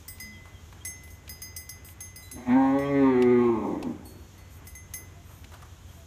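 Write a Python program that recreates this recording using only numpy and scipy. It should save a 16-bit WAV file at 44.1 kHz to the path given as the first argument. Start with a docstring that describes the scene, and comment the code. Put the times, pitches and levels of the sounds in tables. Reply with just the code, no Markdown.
"""A farmyard: small metal bells on a tethered bull clink as it shifts, with tether ticks and hoof scuffs.
After about two seconds it gives one long moo that rises, falls and breaks up into a growl; clinks follow.
The bells are decaying sine modes plus noise; the voice is overtones and noise shaped by throat, nose and mouth.
Behind it all a slow engine thuds far off (wavering bass sines over rumbling noise) and the open air rushes
and hisses (filtered noise); now and then a bird chirps faintly and low notes sound (gliding sines)."""
import sys
import numpy as np
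from scipy import signal
from scipy.fft import rfft, irfft, next_fast_len
from scipy.io import wavfile
from scipy.ndimage import uniform_filter1d, map_coordinates

SR = 44100
rng = np.random.default_rng(int(sys.argv[2]) if len(sys.argv) > 2 else 0)


def store_pcm(level_fs):
    """Save levels as 16-bit WAV."""
    pcm = np.round(np.clip(level_fs, -1, 1) * 32767).astype(np.int16)
    wavfile.write(sys.argv[1], SR, np.atleast_2d(pcm).T)


N = 267246

# loudness of the nasal hum, whose start is also the onset of the voice: t/s, level/dB
EFFORT = [(2.44, -54), (2.49, -23.5), (2.56, -16), (2.704, -27), (2.76, -23), (2.85, -30.5), (3.044, -17.5),
          (3.136, -22), (3.35, -17), (3.462, -22.5), (3.492, -20), (3.558, -30), (3.71, -36), (3.76, -36),
          (3.82, -36.5), (3.885, -30.5), (3.94, -45)]


def moo():
    """The vocal folds drive the chest, the nose and the open mouth; slack folds make the voice rough."""
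    pitch, slack = folds()
    clean, added_slack, added_onset, settle_s = 0.223, 0.43, 0.382, 0.09  # roughness 0-1 and its settling time
    age = np.maximum(np.arange(N) / SR - EFFORT[0][0], 0)
    onset = np.exp(-(age / settle_s) ** 2)
    rough = np.clip(clean + added_slack * slack + added_onset * onset, 0, 1)
    unsteady_pitch = pitch * (1 + 0.01818 * rough * wobble(70))
    phase = 2 * np.pi * np.cumsum(unsteady_pitch) / SR
    return chest_tone(phase) + nasal_hum(pitch, phase, rough) + open_mouth(pitch, phase, rough, slack)


def folds():
    """Pitch of the vocal folds, and their slackness 0-1, which grows as the pitch sinks."""
    # the moo, sinking unsteadily as it runs out: t/s, pitch/Hz
    pitch_curve = [(2.47, 124), (2.515, 122.1), (2.565, 133), (2.622, 134.2), (2.664, 133.8),
                   (2.766, 138.3), (2.89, 141.6), (2.982, 138.7), (3.084, 132.1), (3.15, 125.3),
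                   (3.216, 123.7), (3.40, 122.8), (3.506, 116.6), (3.564, 108.4), (3.62, 104.9),
                   (3.68, 99.17), (3.73, 86.14), (3.78, 91.9), (3.87, 81.2), (3.91, 81), (3.97, 62.14)]
    taut_hz, slack_span_hz = 129.36, 28.3  # slackening starts below this pitch, complete this much lower
    pitch, = curves(pitch_curve)
    return pitch, np.clip((taut_hz - pitch) / slack_span_hz, 0, 1)


def chest_tone(phase):
    """The fundamental of the voice, sounding through the chest."""
    # strength of the fundamental before a small trim: t/s, level/dB
    chest = [(2.47, -38.5), (2.646, -43), (2.962, -34), (3.254, -42.5), (3.286, -35), (3.62, -44)]
    trim_db = -0.5
    level_db, = curves(chest)
    return amp(level_db + trim_db) * np.sqrt(2) * np.cos(phase) * during(chest, fade=0.016)


def nasal_hum(pitch, phase, rough):
    """Overtones 2 to 4 hum through the nose; roughness makes their level shake."""
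    effort_db, = curves(EFFORT)
    gains = np.array([nose(k * pitch) * amp(1.5 * wobble(12)) for k in range(2, 5)])
    gains = gains / np.linalg.norm(gains, axis=0)  # the nose sets only the balance of the overtones
    hum = np.zeros(N)
    for k, gain in enumerate(gains, 2):
        hum += gain * np.sqrt(2) * np.cos(k * phase + 2 * np.pi * rng.random())
    return hum * amp(effort_db + 2.5 * rough * wobble(70)) * during(EFFORT, fade=.025)


def nose(hz):
    """Gain of the nasal passage at a moving frequency: resonances change as it opens, notches stay."""
    # resonances of the nose: f/Hz, width/Hz, level closed/dB, level open/dB
    resonances = [(261.5, 24, 13, 4.5), (371, 40.4, -40, 0), (536, 48, -9.5, -15.5)]
    # frequencies that the nose swallows: f/Hz, width/Hz
    notches = [(287, 18.7), (455, 19)]
    opens_s, opening_s = 2.46, 0.42  # when it starts to open and how long that takes
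    opening = np.clip((np.arange(N) / SR - opens_s) / opening_s, 0, 1)
    gain = np.zeros(N)
    for centre, width, closed, opened in resonances:
        level = amp(closed + (opened - closed) * opening)
        gain += level / (1 + (2 * (hz - centre) / width) ** 2) ** 0.86
    for centre, width in notches:
        gain *= 1 - 0.88 / (1 + ((hz - centre) / width) ** 2)
    return gain


def open_mouth(pitch, phase, rough, slack):
    """Overtones swell in moving mouth resonances as vowel and rasp; roughness mixes in turbulence."""
    # loudness of the vowel before a fixed boost and the unevenness of slack folds: t/s, level/dB
    mouth_levels = [(2.35, -52), (2.454, -54.5), (2.478, -39.5), (2.598, -30.5), (2.702, -32), (2.79, -41),
                    (2.984, -43.5), (3.076, -31.5), (3.102, -39.5), (3.378, -41), (3.456, -34.5),
                    (3.62, -39), (3.672, -44.5), (3.71, -36), (3.8, -47), (3.87, -46.5), (3.96, -57),
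                    (4.1, -60)]
    # loudness of the rasp above the vowel: t/s, level/dB
    rasp_levels = [(2.45, -56.5), (2.51, -37.5), (2.6, -42.5), (2.72, -45), (2.8, -44), (2.93, -42),
                   (2.96, -40.5), (3.02, -41.5), (3.15, -41), (3.21, -41.5), (3.42, -44), (3.52, -51.5),
                   (3.68, -56.5), (3.86, -55.5), (4.0, -70)]
    # colour of the throat: f/Hz, level/dB
    throat = [(550, -5), (620, -3), (685, -6), (800, 3), (930, 1), (990, -5), (1075, 1), (1240, -4),
              (1370, -15.5), (1580, -7), (1750, -13), (1970, -7), (2450, -11), (2850, -23), (3350, -14),
              (4100, -16), (4800, -37.5)]
    # three mouth resonances that follow the jaw: t/s, lower f/Hz, middle f/Hz, upper f/Hz
    jaw = [(2.49, 606, 780, 1900), (2.59, 788, 973, 1742), (2.72, 810, 970, 1780), (2.81, 808, 1150, 1870),
           (2.9, 655, 1150, 2060), (2.99, 682, 1180, 1910), (3.06, 973, 1080, 1860),
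           (3.17, 760, 1213, 1800), (3.33, 782.6, 1240, 2137), (3.46, 839.4, 1046, 2324),
           (3.6, 933, 1020, 2400), (3.86, 810, 1010, 1570)]
    width_hz, middle_db = 48, 1.5  # half width of the lower two; the middle one against the lowest
    break_db = 3.5  # how unevenly the mouth sounds once the folds are slack
    lower_hz, middle_hz, upper_hz = curves(jaw)

    def overtone(k):
        """Reflections make each gliding overtone flutter in level and phase."""
        flutter_db = (2 if k < 11 else 3.5) * wobble(14)
        gain = amp(along(throat, k * pitch) + flutter_db)
        return gain * np.cos(k * phase + 2 * np.pi * rng.random() + 0.4 * wobble(21))

    def peak(hz, centre, width):
        """Gain of one mouth resonance."""
        return 1 / np.hypot(1, (hz - centre) / width)

    def lower(hz):
        """Gain of the two resonances that make the vowel."""
        return peak(hz, lower_hz, width_hz) + amp(middle_db) * peak(hz, middle_hz, width_hz)

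    def blend(tone, noise, share):
        """Mix tone and noise, with the noise taking this share of the power."""
        return np.sqrt(1 - share) * steady(tone) + np.sqrt(share) * steady(noise)

    vowel = sum(lower(k * pitch) * overtone(k) for k in range(5, 14))
    buzz = sum((0.11 + peak(k * pitch, upper_hz, 220)) * overtone(k) for k in range(11, 42))
    # turbulence puffs once in every cycle
    puffs = coloured(rng.standard_normal(N) * (1 + .5 * np.cos(phase)), throat)
    mouth_db = curves(mouth_levels)[0] + 2.65 + break_db * slack * (wobble(40) - 1.5)
    mouth = amp(mouth_db) * blend(vowel, band(puffs, 543, 1067), rough ** 2)
    rasp = amp(curves(rasp_levels)[0]) * blend(buzz, band(puffs, 1400, 3020, order=2), rough ** 2)
    voiced = during(mouth_levels, fade=.03)
    return smeared(mouth * voiced, wet_db=-13) + smeared(rasp * voiced, wet_db=-9)


def growl():
    """Slack folds flap unevenly; each flap knocks a throat resonance that wanders and mostly sinks, then rises."""
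    # slack folds before and after the tone: t/s, level/dB, throat resonance f/Hz
    growl_curve = [(2.26, -81, 265), (2.37, -40, 267), (2.45, -47.5, 261), (2.55, -71, 261),
                   (3.35, -61.5, 278), (3.57, -39, 290), (3.61, -30.5, 315), (3.72, -30, 278),
                   (3.742, -29, 260), (3.78, -31, 350), (3.84, -35.5, 254), (3.888, -36, 251),
                   (3.92, -40, 240), (3.98, -44.5, 193), (4.06, -52, 355), (4.2, -54.5, 338),
                   (4.4, -84, 336)]
    # colour of the rest of the slack throat: f/Hz, level/dB
    slack_throat = [(120, -11), (190, -15.5), (250, 7), (310, -3.5), (375, -2), (460, -12), (620, -10.5),
                    (800, -41)]
    jitter = .045  # unevenness of the flaps, as share of a cycle
    knock_t60_s, body_db = 0.05, -3.5  # decay of one knock; the rest of the throat against it
    growl_db, throat_hz = curves(growl_curve)
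    flaps = pulses(folds()[0], np.full(N, jitter), scatter_db=2.0)
    knocks, age = np.zeros(N), np.arange(SR // 20) / SR
    for i in np.flatnonzero(flaps):
        knock = amp(-60 * age / knock_t60_s) * np.sin(2 * np.pi * throat_hz[i] * age)
        add(knocks, i / SR, flaps[i] * knock)
    body = amp(body_db) * unit(coloured(flaps, slack_throat))
    return amp(growl_db) * steady(smeared(band(unit(knocks) + body, 120, 840), wet_db=-10))


def smeared(x, wet_db):
    """Near walls blur a gliding voice and make it beat against itself, at about the same loudness."""
    # near walls: f/Hz, time to die by 60 dB/s
    walls = [(200, 0.77), (1000, 0.38), (4000, 0.093)]
    return (x + amp(wet_db) * yard(x, walls)) / np.hypot(1, amp(wet_db))


def bells():
    """All the bell sounds: struck main bell, lighter bells and rolling pellets."""
    # colour of a pellet chattering or rolling in its shell: f/Hz, level/dB
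    sizzle = [(2500, -26.5), (4500, -15), (5500, -21.5), (6500, -1), (7400, -10.5), (8700, 0), (9600, -10),
              (10800, -11), (11800, 4), (12500, -2), (13500, -7.5), (14300, -1.5), (15000, -8)]
    return main_bell(sizzle) + light_bells() + rolling_pellets(sizzle)


def main_bell(chatter):
    """A pellet hits the shell and rattles; the spot it hits decides which modes ring, the hide damps them."""
    # bell strikes: t/s, reference level/dB, then strengths before the bell's own balance: lowest mode/dB,
    # second mode/dB, middle pair/dB, upper pair/dB; strengths before filtering: clank/dB, sizzle/dB;
    # spot on the shell/0-1, longest time to die by 60 dB/s
    clinks = [(0.0804, -29.5, -44, -48.5, -55, -38.5, -31, -45.5, 0, 0.43),
              (0.1998, -30, -40.5, -43, -43.5, -49, -36, -40, 0.4, 0.87),
              (0.850, -23, -36, -55, -36.5, -40, -26, -43, 0.73, 0.76),
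              (0.8714, -28.5, -72, -65, -37.5, -48, -46, -52, 0.92, 0.45),
              (1.0345, -38, -52.5, -65, -60, -67, -52, -55, .5, .7),
              (1.1029, -45, -63, -66, -57, -61, -46, -49, .43, .5),
              (1.293, -28.5, -43, -43.5, -45.5, -54, -54, -40.5, 0, .55),
              (1.4187, -28.5, -42.5, -42, -38.5, -51, -39, -40.5, 0.3, 0.72),
              (1.5635, -28, -43, -41, -43, -38.5, -23, -39, 0, 0.5),
              (1.6915, -28, -45, -47, -44, -51, -24.5, -45.5, .5, 0.45),
              (1.8468, -39.5, -55, -58, -65, -56, -60, -48.5, 0.1, 0.79),
              (2.005, -26.5, -47, -55, -39, -46, -58, -41.5, 0.84, 0.97),
              (2.1595, -32.5, -48, -47, -51.5, -52.5, -41, -53, .03, .85),
              (2.3136, -29, -45, -53, -44.5, -51, -45, -40, .85, 0.95),
              (2.788, -43, -53, -66, -54, -58, -40.5, -49, 0.04, .4),
              (4.3774, -58, -55.5, -67, -62, -77, -58, -64, 0, 0.64),
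              (4.6698, -33, -45.5, -61, -54, -55, -39, -42, 0.3, 0.34),
              (4.7516, -34.5, -42, -70, -43, -57, -55, -50, 0.72, 0.34),
              (4.9373, -22, -38.5, -53, -35.5, -55, -34, -34, 0.5, 0.45)]
    # modes of the main bell: f/Hz, level struck at spot 0/dB, level struck at spot 1/dB, t60/s
    bell = [(2031, -3.5, -3.5, .85), (4996, 0, 0, .38), (6166, -15, -17, .5), (6374, 0, 0, .32),
            (8096, 0, 0, .2), (8922, -4, -2, .2), (10164, -17, 7, .2), (10853, 1, 1, .2),
            (11690, -11, -13, .14), (12368, -4, -6, .2), (12920, -2, -15, .24), (14298, 6.5, -9, .2)]
    # upper edges of the lowest, second, middle and upper groups of modes: f/Hz
    group_edges = [3000, 5600, 7200, 9500]
    # clusters of short shell modes: f/Hz
    shell_hz = [5530, 7230, 8930, 12500, 10900, 11100]
    top_modes_db = -15.5  # modes above the groups, against the reference level
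    shell_spread, shell_db, shell_t60_s = 0.04, -31, 0.046  # relative width, level against reference, decay
    return_s, return_db = .028, -13  # the pellet falls back about this much later, and softer
    out = np.zeros(N)
    mode_hz, near_db, far_db, decay = np.transpose(bell)
    group = np.searchsorted(group_edges, mode_hz)
    scatter_db = np.where(mode_hz < 7200, 1, 2.5)[:, None]  # high modes vary more from blow to blow
    for s, db, low_db, second_db, pair_db, upper_db, clank_db, sizzle_db, spot, longest in clinks:
        strike_db = np.array([low_db, second_db, pair_db, upper_db, db + top_modes_db])[group]
        mode_db = strike_db + near_db + (far_db - near_db) * spot
        modes = np.transpose([mode_hz, mode_db, np.minimum(decay, longest)])
        add(out, s, ring(modes, scatter_db).sum(0))
        return_at = s + return_s * rng.uniform(.7, 1.3)
        add(out, return_at, amp(return_db) * ring(modes, scatter_db=3).sum(0))
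        add(out, s, amp(db - 13) * band(burst(t60=0.039), 890, 17000, order=2))  # click of the blow
        add(out, s, amp(sizzle_db) * coloured(burst(t60=0.19), chatter))
        # the pellet rebounds and wakes short, dense shell modes
        for bounce, (late, *detune) in enumerate(rng.uniform(-1, 1, (4, 1 + len(shell_hz)))):
            shell = [(hz * (1 + shell_spread * u), -2 * bounce, shell_t60_s) for hz, u in zip(shell_hz, detune)]
            bounce_at = s + bounce * (.009 + .002 * late)
            add(out, bounce_at, amp(db + shell_db) * ring(shell, scatter_db=4).sum(0))
        add(out, s + 0.0024, amp(clank_db) * band(burst(t60=0.045), 5200, 6200, order=2))
    return out


def light_bells():
    """Smaller bells ring with one shared set of modes, shifted in pitch."""
    # strikes of lighter bells: t/s, level/dB, pitch ratio
    tinkles = [(0.876, -55, 1.345), (2.225, -53, 1), (2.787, -51.5, 1.345), (4.053, -51.5, 1.101),
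               (4.378, -60, 1.101)]
    # modes of a small bell at pitch ratio 1: f/Hz, level/dB, t60/s
    small_bell = [(3989, -1.5, 0.86), (7407, -4, 0.3), (8786, -4, 0.24), (9800, -8, .25), (11886, 1.5, 0.2)]
    out = np.zeros(N)
    for s, db, ratio in tinkles:
        modes = [(hz * ratio, level, t60) for hz, level, t60 in small_bell]
        add(out, s, amp(db) * ring(modes, scatter_db=2).sum(0))
    return out


def rolling_pellets(chatter):
    """Pellets rolling round in the shells make short swells of coloured noise."""
    # rolls: t/s, level before the swell/dB, length/s
    rattles = [(1.053, -60, 0.14), (1.839, -51.5, 0.11), (2.191, -57.5, .12), (3.64, -69, 0.06),
               (4.033, -57, 0.12), (4.095, -66, 0.2), (4.492, -58.5, .12), (4.635, -58.5, 0.087),
               (5.219, -60.5, .25), (5.856, -63, 0.2)]
    out = np.zeros(N)
    for s, db, length in rattles:
        roll = unit(coloured(rng.standard_normal(SR // 2), chatter))[:int(length * SR)]
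        add(out, s, amp(db) * roll * np.hanning(len(roll)) ** .5)
    return out


def shuffling():
    """The tether ticks as sharp bursts of noise; hooves scuff the dirt as soft, gritty ones."""
    # dry ticks of the tether, before fixed trims: t/s, treble level/dB, low part level/dB
    ticks = [(0.183, -37.5, -50), (1.077, -41.5, -45), (1.278, -30, -46), (1.887, -34, -64),
             (2.788, -33, -51), (3.223, -20.5, -47), (3.827, -24.5, -21.5), (3.85, -49.5, -43),
             (5.443, -31, -48)]
    # hooves on dirt: t/s, level before a fixed boost/dB, time to die by 60 dB/s
    scuffs = [(0.455, -51, 0.24), (0.726, -44, 0.07), (5.292, -57, 0.68), (5.519, -46, 0.34),
              (5.62, -50, 0.26)]
    # colour of a scuff: f/Hz, level/dB
    dirt = [(200, -55), (600, -4.5), (1200, -1), (2000, -13), (6000, -21), (14000, -24.5)]
    grain_db = 3.5  # grit makes a scuff uneven
    out = np.zeros(N)
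    for s, db, low_db in ticks:
        snap = burst(t60=0.036) + amp(-20) * burst(t60=.08)
        treble = amp(db - 2.0) * band(snap, 1900, 3400, order=1)
        low = amp(low_db + 5.5) * band(snap, 600, 1000, order=2)
        add(out, s, treble + low)
    for s, db, t60 in scuffs:
        grit_db = grain_db * wobble(90)[:SR // 2]
        add(out, s, amp(db + 13.0 + grit_db) * coloured(burst(t60), dirt))
    return out


def far_calls():
    """A bird's short chirps, all round one pitch, and a few low notes from across the farm."""
    # a small bird: t/s, length/s, level/dB, glide/Hz
    chirps = [(0.296, 0.12, -55.5, -220), (0.507, 0.12, -58, -260), (0.801, 0.037, -51, 228),
              (2.836, 0.067, -46, 129), (5.874, .046, -58, -170)]
    # faint notes: t/s, length/s, f/Hz, glide/Hz, level/dB
    far_notes = [(0.12, 0.37, 210, -9, -48.5), (5.128, 0.12, 690, 25, -57), (5.942, 0.12, 670, -17, -56)]
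    chirp_hz, flutter = 3240, .015  # pitch of the bird; relative unsteadiness of all the notes
    out = np.zeros(N)
    for s, length, db, glide in chirps:
        add(out, s, amp(db) * note(length, chirp_hz, glide, flutter))
    for s, length, hz, glide, db in far_notes:
        add(out, s, amp(db) * note(length, hz, glide, flutter))
    return out


def note(length, hz, glide, flutter):
    """A softly swelling, slightly unsteady glide round a centre pitch."""
    size = int(length * SR)
    sweep = hz * (1 + flutter * wobble(200)[:size]) + glide * np.linspace(-.5, .5, size)
    return np.hanning(size) * np.sin(2 * np.pi * np.cumsum(sweep) / SR)


def engine():
    """A slow exhaust, smeared by distance into wavering bass lines over a rumble."""
    # the far engine's lines, before a fixed 1 dB boost: f/Hz, level/dB
    exhaust = [(46.2, -60.5), (69.4, -55.5), (80.9, -58.5), (92.5, -52), (138.8, -67.5)]
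    # colour of the rumble: f/Hz, level/dB
    rumble_colour = [(20, -27.5), (38, -14.5), (60, -3.5), (85, 0), (110, -10), (150, -14.5), (250, -36.5),
                     (400, -67)]
    drift = np.cumsum(1 + 0.0034 * wobble(2.4)) / SR  # seconds, running slightly unevenly
    lines = np.zeros(N)
    for hz, db in exhaust:
        lines += amp(db + 1.1 * wobble(0.71)) * np.sin(2 * np.pi * (hz * drift + rng.random()))
    rumble = unit(coloured(rng.standard_normal(N), rumble_colour))
    return amp(1.0) * lines + amp(-52.0) * rumble


def air():
    """Open-air rush and a thin hiss, both filtered noise with a drifting level."""
    # colour of the air: f/Hz, level/dB
    air_colour = [(130, 6), (210, 1.5), (350, -2), (550, -7.5), (1000, -8), (2000, -12.5), (3200, -10.5),
                  (4600, -22), (6700, -13.5), (8200, -23), (10000, -27), (13000, -23), (15000, -31)]
    # loudness of the treble hiss: t/s, level/dB
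    hiss_levels = [(0.0, -60.5), (1.7, -66), (2.5, -61), (3.2, -64), (3.7, -62), (4.9, -64), (5.3, -62),
                   (6.05, -61)]
    hiss_db, = curves(hiss_levels)
    rush = unit(band(coloured(rng.standard_normal(N), air_colour), 100, 2510))
    hiss = unit(band(coloured(rng.standard_normal(N), air_colour), 3290, 15000))
    return amp(-55.3 + 1.2 * wobble(13)) * rush + amp(hiss_db + 1.2 * wobble(14)) * hiss


def yard(x, decays):
    """An echo of dying noise, 600 samples late: each frequency dies at its own speed."""
    hz, t, z = signal.stft(rng.standard_normal(SR // 2), SR, nperseg=256)
    dying = z * amp(-60 * t / along(decays, hz)[:, None])
    tail = signal.istft(dying, SR, nperseg=256)[1]
    return signal.fftconvolve(np.pad(x, (600, 0)), tail / np.linalg.norm(tail))[:N]


def amp(db):
    """Decibels to gain."""
    return 10 ** (np.asarray(db) / 20)


def unit(x):
    """Scale to rms 1."""
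    return x / np.sqrt(np.mean(x ** 2) + 1e-20)


def steady(x):
    """Scale to a running rms of 1."""
    return x / np.sqrt(np.abs(uniform_filter1d(x ** 2, size=1800)) + 1e-12)


def along(points, hz):
    """(Hz, value) points read on a log axis."""
    f, v = np.transpose(points)
    return np.interp(np.log(hz + 1), np.log(f + 1), v)


def curves(rows):
    """One value per sample for each column after the time."""
    s, *cols = np.transpose(rows)
    return [np.interp(np.arange(N) / SR, s, c) for c in cols]


def during(rows, fade):
    """1 within a table's time span, fading to 0 at both ends."""
    t = np.arange(N) / SR
    return np.clip(np.minimum(t - rows[0][0], rows[-1][0] - t) / fade, 0, 1)


def wobble(rate):
    """A smooth random curve, rate knots a second."""
    knots = rng.standard_normal(int(N * rate / SR) + 4)
    return map_coordinates(knots, [np.arange(N) * rate / SR])


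def coloured(x, points):
    """Filter with the gain of (Hz, dB) points, without ringing ahead of the sound."""
    m = 2 * next_fast_len(len(x) // 2 + 8192)
    cepstrum = irfft(np.log(amp(along(points, np.fft.rfftfreq(m, 1 / SR)))))
    # folding the cepstrum forward makes the filter minimum-phase
    cepstrum[1:m // 2] *= 2
    cepstrum[m // 2 + 1:] = 0
    return irfft(rfft(x, m) * np.exp(rfft(cepstrum)), m)[:len(x)]


def band(x, lo_hz, hi_hz, order=4):
    """Keep the frequencies between two edges."""
    edges = [lo_hz, min(hi_hz, SR / 2 - 1)]
    return signal.sosfilt(signal.butter(order, edges, 'band', fs=SR, output='sos'), x)


def pulses(rate, jitter, scatter_db):
    """Impulses at a moving rate, uneven in time (share of a cycle) and size."""
    at = np.flatnonzero(np.diff(np.floor(np.cumsum(rate) / SR)))
    chance = rng.standard_normal((len(at), 2))
    at = np.clip(at + jitter[at] * chance[:, 0] * SR / rate[at], 0, N - 1).astype(int)
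    return np.bincount(at, amp(scatter_db * chance[:, 1]), N)


def add(track, s, sound):
    """Mix a sound in at time s."""
    part = track[max(round(s * SR), 0):][:len(sound)]
    part += sound[:len(part)]


def burst(t60):
    """Half a second of noise that dies by 60 dB in t60 seconds."""
    t = np.arange(SR // 2) / SR
    return rng.standard_normal(len(t)) * amp(-60 * t / t60)


def ring(modes, scatter_db):
    """One row per mode of struck metal, a dying sine at a new strength for every blow."""
    t = np.arange(SR) / SR
    hz, db, t60 = np.transpose(modes)[:, :, None]
    phase = 2 * np.pi * (hz * t + rng.random(hz.shape))
    strength = amp(db + scatter_db * rng.standard_normal(hz.shape) - 60 * t / t60)
    return strength * np.sin(phase) * (1 - np.exp(-t / .001))  # soft start of about 1 ms


def scene():
    """The bull and its trappings close by, the farm behind, and the sheds' echo."""
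    # echo of the yard: f/Hz, time to die by 60 dB/s
    yard_decays = [(200, 1), (2000, 0.78), (10000, 0.036)]
    call = moo() + growl()
    small = bells() + shuffling() + far_calls()
    echo = yard(amp(-24) * call + amp(-19) * small, yard_decays)
    return (call + small + echo + engine() + air())[None]


def record(dry):
    """Nothing above the top frequency is kept."""
    top_hz = 15000
    m = next_fast_len(N + SR // 2)
    return irfft(rfft(dry, m) * (np.fft.rfftfreq(m, 1 / SR) < top_hz), m)[..., :N]


dry = scene()
out = record(dry)
store_pcm(out)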